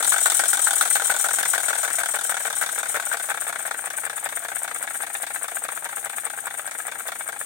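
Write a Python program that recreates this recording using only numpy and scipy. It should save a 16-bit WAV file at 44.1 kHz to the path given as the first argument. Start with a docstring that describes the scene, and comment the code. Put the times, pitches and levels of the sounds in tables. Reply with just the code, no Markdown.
"""A model steam locomotive puffs on compressed air, propped up on a workbench, close to the microphone.
As the pressure falls it gets quieter and slows from about seven turns a second to five.
Every turn plays the same round: the valves let out soft puffs, air leaks by the pistons, a port
spits, slack rods knock on the frame, the slides chatter and the pins tick.
Behind it is the faint rumble of a small, quiet workshop."""
import sys
import numpy as np
from scipy import signal
from scipy.fft import rfft, irfft
from scipy.io import wavfile

SR = 44100
rng = np.random.default_rng(int(sys.argv[2]) if len(sys.argv) > 2 else 0)


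def to_wav(sig):
    """Store sig (one row per channel, or 1-D mono) as 16-bit WAV at the path in sys.argv[1].

    Samples outside -1..1 are clipped; the rate is SR.
    """
    pcm = np.clip(np.atleast_2d(sig), -1, 1) * 32767
    pcm = np.round(pcm).astype(np.int16)
    wavfile.write(sys.argv[1], SR, pcm.T)  # frames by channels


N = 328545
FFT_SIZE = 4096
TIME = np.arange(N) / SR
HZ = np.maximum(np.fft.rfftfreq(FFT_SIZE, 1 / SR), 1)
FAST_TURNS_PER_S, SLOW_TURNS_PER_S = 7.3, 4.9

# the crank slows down: t/s, turns completed
CRANK_TURNS = [(-.112, -1), (.7096, 5), (1.4301, 10), (1.8789, 13), (2.3427, 16), (2.6635, 18),
               (2.9978, 20), (3.3437, 22), (3.7106, 24), (5.0674, 31), (5.2687, 32), (5.4824, 33),
               (6.5068, 38), (6.7141, 39), (7.5302, 43)]
# the falling air pressure, a fader on the engine: t/s, level/dB
AIR_LEVEL = [(0, -19), (.4, -20), (.7, -20.5), (1.3, -21.5), (1.8, -23.5), (2.3, -25), (3.0, -26.5),
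             (3.5, -28.5), (3.9, -30), (5.0, -30), (6.4, -31.5), (7.45, -32)]

# The round. A place is a share of the turn; levels ride on the air level.
# Places and levels in a tuple run from slow to fast running.
# valve puffs: place/turns, rise/turns, hold/turns, release/turns, level/dB
PUFFS = [(-.03, 0.0097, 0.043, 0.43, (-4, -8.5, -9.5)), (.115, 0.018, 0.033, 0.078, (-1.4, -6.5, -2.5)),
         (.275, 0.044, .11, 0.057, (4.7, 1.2, 1)), (.455, 0.025, 0.059, 0.12, (0.5, -0.55, 1)),
         (.665, 0.029, 0.093, 0.073, (-2.5, -1, -1)), (.76, 0.042, 0.033, 0.074, (-0.5, -3.4, -.5))]
# port spits: place/turns, level/dB
SPITS = [((.755, 0.69), (7.6, 3.7, -14.5))]
# rod knocks: place/turns, thump level/dB, clank level/dB
KNOCKS = [((0, 0), (-4.5, -5, -6.5), (2.1, 1, -1.5)), ((.167, .152), (-6, -8, -10.5), (-2.4, -0.42, -10)),
          ((.418, .385), (-5, -12, -18), (1.9, -7.5, -12)), ((.665, .703), (-8, -5.5, -5), (-10, -.5, 1.6)),
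          ((.755, .78), (-17, -18, -28), (-4, -1, -8)), ((.818, .84), (-0.19, -3.5, -16), (1.4, -1.8, -18))]
# slide scrapes: place/turns, rise/turns, hold/turns, release/turns, level/dB
SCRAPES = [(0, 0.012, 0.066, 0.12, (-9.5, -13, -12)), (.14, 0.024, 0.037, 0.073, (-2.5, -1.5, -7.5)),
           (.335, 0.014, 0.085, 0.054, (-3.5, -6.5, -10.5)), (.52, 0.025, 0.098, .04, (-12.5, -8, -18)),
           (.65, 0.025, 0.11, 0.041, (-4.5, -2, -7.5)), (.81, 0.031, 0.056, .035, (-0.5, -1.2, -3))]
# pins snapping home: place/turns, tick level/dB, edge level/dB
TICKS = [((-.016, -0.0043), (-0.68, -1, 0), (-17, -11, -11)), ((.16, .15), (-14, -0.5, -1.6),
         (-23, -16, -12)), ((.66, .692), (-13, -2.6, 0), (-10, -1.5, -4.5)), ((.803, .79), (-4, -2.2, -6),
         (-1.1, -4, -6))]

# accents outside the round, extra hard knocks: t/s, thump level/dB, clank level/dB
SLAMS = [(0.3946, -31, -21), (0.8088, -35, -18), (1.545, -45, -23), (2.958, -33, -21.5),
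         (3.128, -39, -22.5), (3.3018, -35, -22.5)]

# EQ curves of the air (bright puff, thin leak, shrill spit): f/Hz, level/dB
PUFF_EQ = [(300, -40), (1500, -28.5), (2900, -19), (3600, -22.5), (5100, -30.5), (6300, -19.5), (7500, -11),
           (8300, -0.5), (9500, -3.5), (10100, -11.5), (11500, -16), (13800, -12), (16000, -19)]
LEAK_EQ = [(300, -25), (1400, -16), (2400, -37), (2900, -26), (3200, -12.5), (4100, -10), (4800, -22),
           (5600, -7.5), (6300, -8.5), (7700, -1.5), (9500, 0.5), (10200, -29), (11500, -22), (16000, -11)]
SPIT_EQ = [(100, -75), (4000, -57), (6500, -26), (7600, -6), (8300, 3.5), (9200, -4.5), (10500, -11.5),
           (16000, -29)]
# EQ curves of the metal (rod thump and clank, slide chatter, pin tick and its edge): f/Hz, level/dB
THUMP_EQ = [(30, -64), (70, -37), (150, -26.5), (300, -14.5), (400, -20), (480, -7), (700, 0), (880, 1.5),
            (1050, -1), (1400, -8), (3000, -43)]
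CLANK_EQ = [(40, -72), (500, -27), (950, -21), (1250, 3.5), (1650, 3.5), (2000, -3), (2600, -4.5),
            (3000, -16), (3600, -10), (4400, -19), (5200, -24), (8000, -16), (16000, -52)]
CHATTER_EQ = [(30, -55), (100, -21.5), (300, -18), (480, -8.5), (780, 0.5), (1050, -3), (1450, 8),
              (1850, 3.5), (2500, -4.5), (3600, -13.5), (5200, -28.5), (12000, -26)]
TICK_EQ = [(50, -58), (1000, -42), (3500, 1.5), (5200, -9.5), (6500, 0.5), (8500, 0.5), (9600, 2),
           (11000, -6), (13000, -21), (16000, -7.5)]
EDGE_EQ = [(1000, -43), (6000, -14), (9500, -3), (11000, -0.5), (13500, -6), (16000, -2.5)]
# resonances of the air passages, the hollows at the pistons and the frame: f/Hz, width/Hz, boost/dB
PASSAGE_RINGS = [(6510, 110, 12), (6880, 200, 8), (7700, 50, -4), (8376, 76, 5), (8460, 67, -1),
                 (8600, 55, 1), (9200, 150, 0.5), (9340, 105, 2.5), (9560, 48, 10.5), (10870, 100, 8.5)]
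HOLLOW_RINGS = [(1460, 140, 2), (3133, 98, 19.5), (3540, 49, 0), (3880, 140, 6.5), (5860, 100, 9),
                (6815, 200, 11.5), (7735, 120, 12.5), (8150, 88, 8), (8460, 69, 18.5), (9260, 170, 10),
                (10900, 170, 2), (12100, 170, 5), (13600, 230, 11), (14090, 110, 7)]
FRAME_RINGS = [(347, 32, 6.6), (458.3, 40, 8.35), (600, 24, 3.9), (685, 105, 3.7), (813, 56, 3.1),
               (927, 14, 3.5), (1106, 22, 3.2), (1860, 83, 2.2), (2230, 84, 6.5), (3450, 170, 3.5),
               (4080, 110, 3.5), (6350, 84, 9.2)]
# the boiler's ring under fast and slow blows: f/Hz, width/Hz, fast boost/dB, slow boost/dB
BOILER_RINGS = [(320, 72, 6.5, -6), (796, 136, 7.5, 3.5), (1470, 195, 17, 0.5), (1730, 270, 1, 4)]

# stereo width of the long, near engine: f/Hz, side minus mid level/dB
WIDTH = [(100, -12), (500, -15.5), (1100, -9), (2200, -2.5), (4500, -2), (8500, -3), (14000, -3)]
# pan across the spectrum: f/Hz, left minus right level/dB
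BALANCE = [(60, 3), (99, -0.5), (160, 3), (270, -2), (450, -1.5), (740, 4.5), (1220, 5), (2010, 6),
           (3330, 1), (5500, -3.5), (9080, 13), (15000, 0.5)]
# reflections off the bench and tools, relative to the direct sound: f/Hz, level/dB
REFLECTION_EQ = [(100, 3.5), (500, -11.5), (1200, -13), (2500, -3.5), (5000, 7), (8500, -7.5), (15000, 1)]
# the workshop's room tone: f/Hz, level/dB
ROOM_TONE_EQ = [(25, -1), (50, -17), (85, -6), (130, -4), (180, -4), (330, 0), (600, -17), (2000, -9),
                (10000, -51)]


def exhaust(level_db, flutter_db, wander_db):
    """Air sputters past the oily valves and rings in the narrow passages."""
    jet = noise(from_db(flutter_db * drift(700) + wander_db * drift(50)))
    return tint(jet * from_db(level_db), colour(PUFF_EQ, PASSAGE_RINGS))


def leak(level_db, flutter_db):
    """Air blows by the pistons and sounds the hollow parts around them."""
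    jet = noise(from_db(flutter_db * drift(500)))
    return tint(jet * from_db(level_db), colour(LEAK_EQ, HOLLOW_RINGS))


def port(trim_db):
    """A port cracks open and spits a few milliseconds of shrill air."""
    out, shrill = np.zeros((2, N)), colour(SPIT_EQ)
    for s, db in every_turn(SPITS):
        spit = burst(shrill, rise_s=.0019, decay_s=.0015, tail_db=-37, tail_s=.0037)
        add(out, s, from_db(db + trim_db) * spit)
    return out


def rods(pace, thump_trim_db, clank_trim_db):
    """Slack rods thump the frame and clank the metal; the boiler's ring follows the pace."""
    out = np.zeros((2, N))
    dull, bright = colour(THUMP_EQ, FRAME_RINGS), colour(CLANK_EQ, FRAME_RINGS)
    for s, thump_db, clank_db in every_turn(KNOCKS) + SLAMS:
        pace_now = np.interp(s, TIME, pace)
        boiler = peaks([(hz, width, at_pace((slow_db, fast_db), pace_now))
                        for hz, width, fast_db, slow_db in BOILER_RINGS])
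        thump = burst(dull + boiler, rise_s=.0012, decay_s=.0018, tail_db=-17, tail_s=.012)
        clank = burst(bright + boiler, rise_s=.0012, decay_s=.0038, tail_db=-20, tail_s=.0078)
        add(out, s - .0015, from_db(thump_db + thump_trim_db) * thump)
        add(out, s - .0005, from_db(clank_db + clank_trim_db) * clank)
    return out


def slides(level_db, grain_db):
    """Crossheads and links scrape in uneven little slips that shake the frame."""
    slips = noise(from_db(grain_db * np.minimum(drift(300), 1.6)))
    return tint(slips * from_db(level_db), colour(CHATTER_EQ, FRAME_RINGS))


def pins(trim_db):
    """Small steel parts meet with a short bright tick, topped by a hard, very high edge."""
    out, steel, sheen = np.zeros((2, N)), colour(TICK_EQ), colour(EDGE_EQ)
    for s, tick_db, edge_db in every_turn(TICKS):
        tick = burst(steel, rise_s=.00025, decay_s=.0018, tail_db=-23, tail_s=.004)
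        edge = burst(sheen, rise_s=.0003, decay_s=.0011, tail_db=-28, tail_s=.004)
        add(out, s, from_db(tick_db + trim_db) * tick)
        add(out, s, from_db(edge_db + trim_db) * edge)
    return out


def crank():
    """The engine's clock: angle in turns, pace (0 slow, 1 fast) and air level in dB at every moment."""
    s, turns = np.transpose(CRANK_TURNS)
    speed = np.interp(TIME, (s[1:] + s[:-1]) / 2, np.diff(turns) / np.diff(s))
    pace = np.clip((speed - SLOW_TURNS_PER_S) / (FAST_TURNS_PER_S - SLOW_TURNS_PER_S), 0, 1)
    return np.interp(TIME, s, turns), pace, np.interp(TIME, *np.transpose(AIR_LEVEL))


def at_pace(values, pace):
    """Blend values given from slow to fast running."""
    return np.interp(pace, np.linspace(0, 1, len(values)), values)


def strokes(table):
    """Envelope in dB of sounds that rise, hold and die away once in every turn."""
    angle, pace, _ = crank()
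    power = 1e-6   # floor at -60 dB
    for place, rise, hold, release, db in table:
        age = (angle - place) % 1
        envelope = (1 - np.exp(-(age / rise) ** 2)) * np.exp(-np.maximum(age - hold, 0) / release)
        power = power + (envelope * from_db(at_pace(db, pace))) ** 2
    return 10 * np.log10(power)


def every_turn(table, jitter_s=.0008, uneven_db=2):
    """Hits (t/s, level/dB, ...) triggered as the crank passes their place, a little unevenly."""
    angle, pace, air_db = crank()
    hits = []
    for place, *levels in table:
        turn_count = np.floor(angle - at_pace(place, pace))
        for i in np.flatnonzero(np.diff(turn_count) > 0):
            late, harder = rng.standard_normal(2)
            hit_db = [air_db[i] + at_pace(db, pace[i]) + uneven_db * harder for db in levels]
            hits.append((TIME[i] + jitter_s * late, *hit_db))
    return hits


def burst(curve_db, rise_s, decay_s, tail_db, tail_s):
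    """A noise hit that swells, dies fast and leaves a tail; unit power over its first 8 ms."""
    t = np.arange(FFT_SIZE) / SR
    attack = 1 - np.exp(-(t / rise_s) ** 2)
    decay = np.exp(-t / decay_s) + from_db(tail_db) * np.exp(-t / tail_s)
    hit = through(noise(attack * decay), curve_db)
    return hit / np.sqrt(np.mean(hit[:, t < .008] ** 2, axis=1, keepdims=True))


def noise(envelope):
    """Two unrelated noises (mid and side) under one envelope; unit power."""
    return rms_one(envelope * rng.standard_normal((2, len(envelope))))


def drift(rate_hz):
    """A random modulator of unit power, gliding to new values at the given rate."""
    knots = np.arange(0, TIME[-1] + 1, 1 / rate_hz)
    return rms_one(np.interp(TIME, knots, rng.standard_normal(N)[:len(knots)]))


def add(out, s, sound):
    """Mix a short sound in at time s."""
    start = int(np.clip(round(s * SR), 0, N - 1))
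    out[:, start:start + sound.shape[1]] += sound[:, :N - start]


def from_db(db):
    """Decibels to gain."""
    return 10 ** (np.asarray(db) / 20)


def rms_one(x):
    """Scale to unit power."""
    return x / np.sqrt(np.mean(x ** 2) + 1e-20)


def peaks(resonances):
    """Resonant peaks in dB on the frequency grid."""
    return sum(boost / (1 + (2 * (HZ - centre) / width) ** 2) for centre, width, boost in resonances)


def colour(points, resonances=()):
    """A broad EQ curve plus resonant peaks, in dB on the frequency grid."""
    hz, db = np.transpose(points)
    return np.interp(np.log(HZ), np.log(hz), db) + peaks(resonances)


def through(x, curve_db):
    """Run every channel through a minimum-phase EQ."""
    cepstrum = irfft(np.log(from_db(curve_db)))
    cepstrum[1:FFT_SIZE // 2] *= 2
    cepstrum[FFT_SIZE // 2 + 1:] = 0
    impulse = irfft(np.exp(rfft(cepstrum)))
    return signal.oaconvolve(x, impulse[None], axes=1)[:, :x.shape[1]]


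def tint(x, curve_db):
    """Colour a white sound and keep its power."""
    return through(x, curve_db - 10 * np.log10(np.mean(from_db(curve_db) ** 2)))


def workshop(mid_side, bench_t60_s, room_t60_s, room_db):
    """Left and right hear the direct sound, dense bench reflections and a faint room tail."""
    t = np.arange(SR // 2) / SR
    decay = from_db(-60 * t / bench_t60_s) + from_db(room_db - 60 * t / room_t60_s)
    envelope = (1 - np.exp(-t / .00087)) * decay
    wet_db, width_db, balance_db = colour(REFLECTION_EQ), colour(WIDTH), colour(BALANCE)
    # take back the power that reflections, width and pan add
    power_gain = (1 + from_db(wet_db) ** 2) * (1 + from_db(width_db) ** 2)
    trim_db = -10 * np.log10(power_gain * np.cosh(np.log(from_db(balance_db))))
    mid, side = mid_side[:1], through(mid_side[1:], width_db)
    channels = []
    for sign, lag in ((1, 6), (-1, 0)):   # the left is a little farther off: 6 samples late
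        direct = np.pad(mid + sign * side, ((0, 0), (lag, 0)))[:, :N]
        echoes = envelope * rng.standard_normal((1, len(t)))
        reverb = signal.oaconvolve(direct, echoes / np.linalg.norm(echoes), axes=1)[:, :N]
        wet = through(reverb, wet_db)
        channels.append(through(direct + wet, trim_db + sign * balance_db / 2))
    return np.vstack(channels)


def room_tone(level_db):
    """The faint low rumble of the workshop, nearly alike on both sides."""
    near_mono = rng.standard_normal(N) + .2 * rng.standard_normal((2, N))
    return from_db(level_db) * tint(near_mono, colour(ROOM_TONE_EQ))


def scene():
    """The crank drives the air and metal layers together, over a bed of room tone."""
    _, pace, air_db = crank()
    puff_db = strokes(PUFFS)
    # the leak pulses more gently than the puffs and grows with the pace
    leak_db = .79 * puff_db + at_pace((-13, -2, -.5), pace)
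    air = exhaust(air_db + puff_db, flutter_db=3, wander_db=1)
    air += leak(air_db + leak_db, flutter_db=3.5)
    air += port(trim_db=-2)
    metal = slides(air_db + strokes(SCRAPES), grain_db=4.5)
    metal += rods(pace, thump_trim_db=-2.5, clank_trim_db=-1.2)
    metal += pins(trim_db=-1.46)
    engine = workshop(air + metal, bench_t60_s=.052, room_t60_s=.32, room_db=-14)
    return engine + room_tone(level_db=-59.5)


def record(dry):
    """The microphone sheds the deepest bass, the highest peaks are rounded and the top is cut steeply."""
    low_cut = signal.butter(2, 55, "high", fs=SR, output="sos")
    high_cut = signal.ellip(14, .1, 100, 15900, fs=SR, output="sos")
    lean = signal.sosfilt(low_cut, dry)
    rounded = lean / (1 + (lean / .85) ** 4) ** .25
    return signal.sosfilt(high_cut, rounded)


dry = scene()
out = record(dry)
to_wav(out)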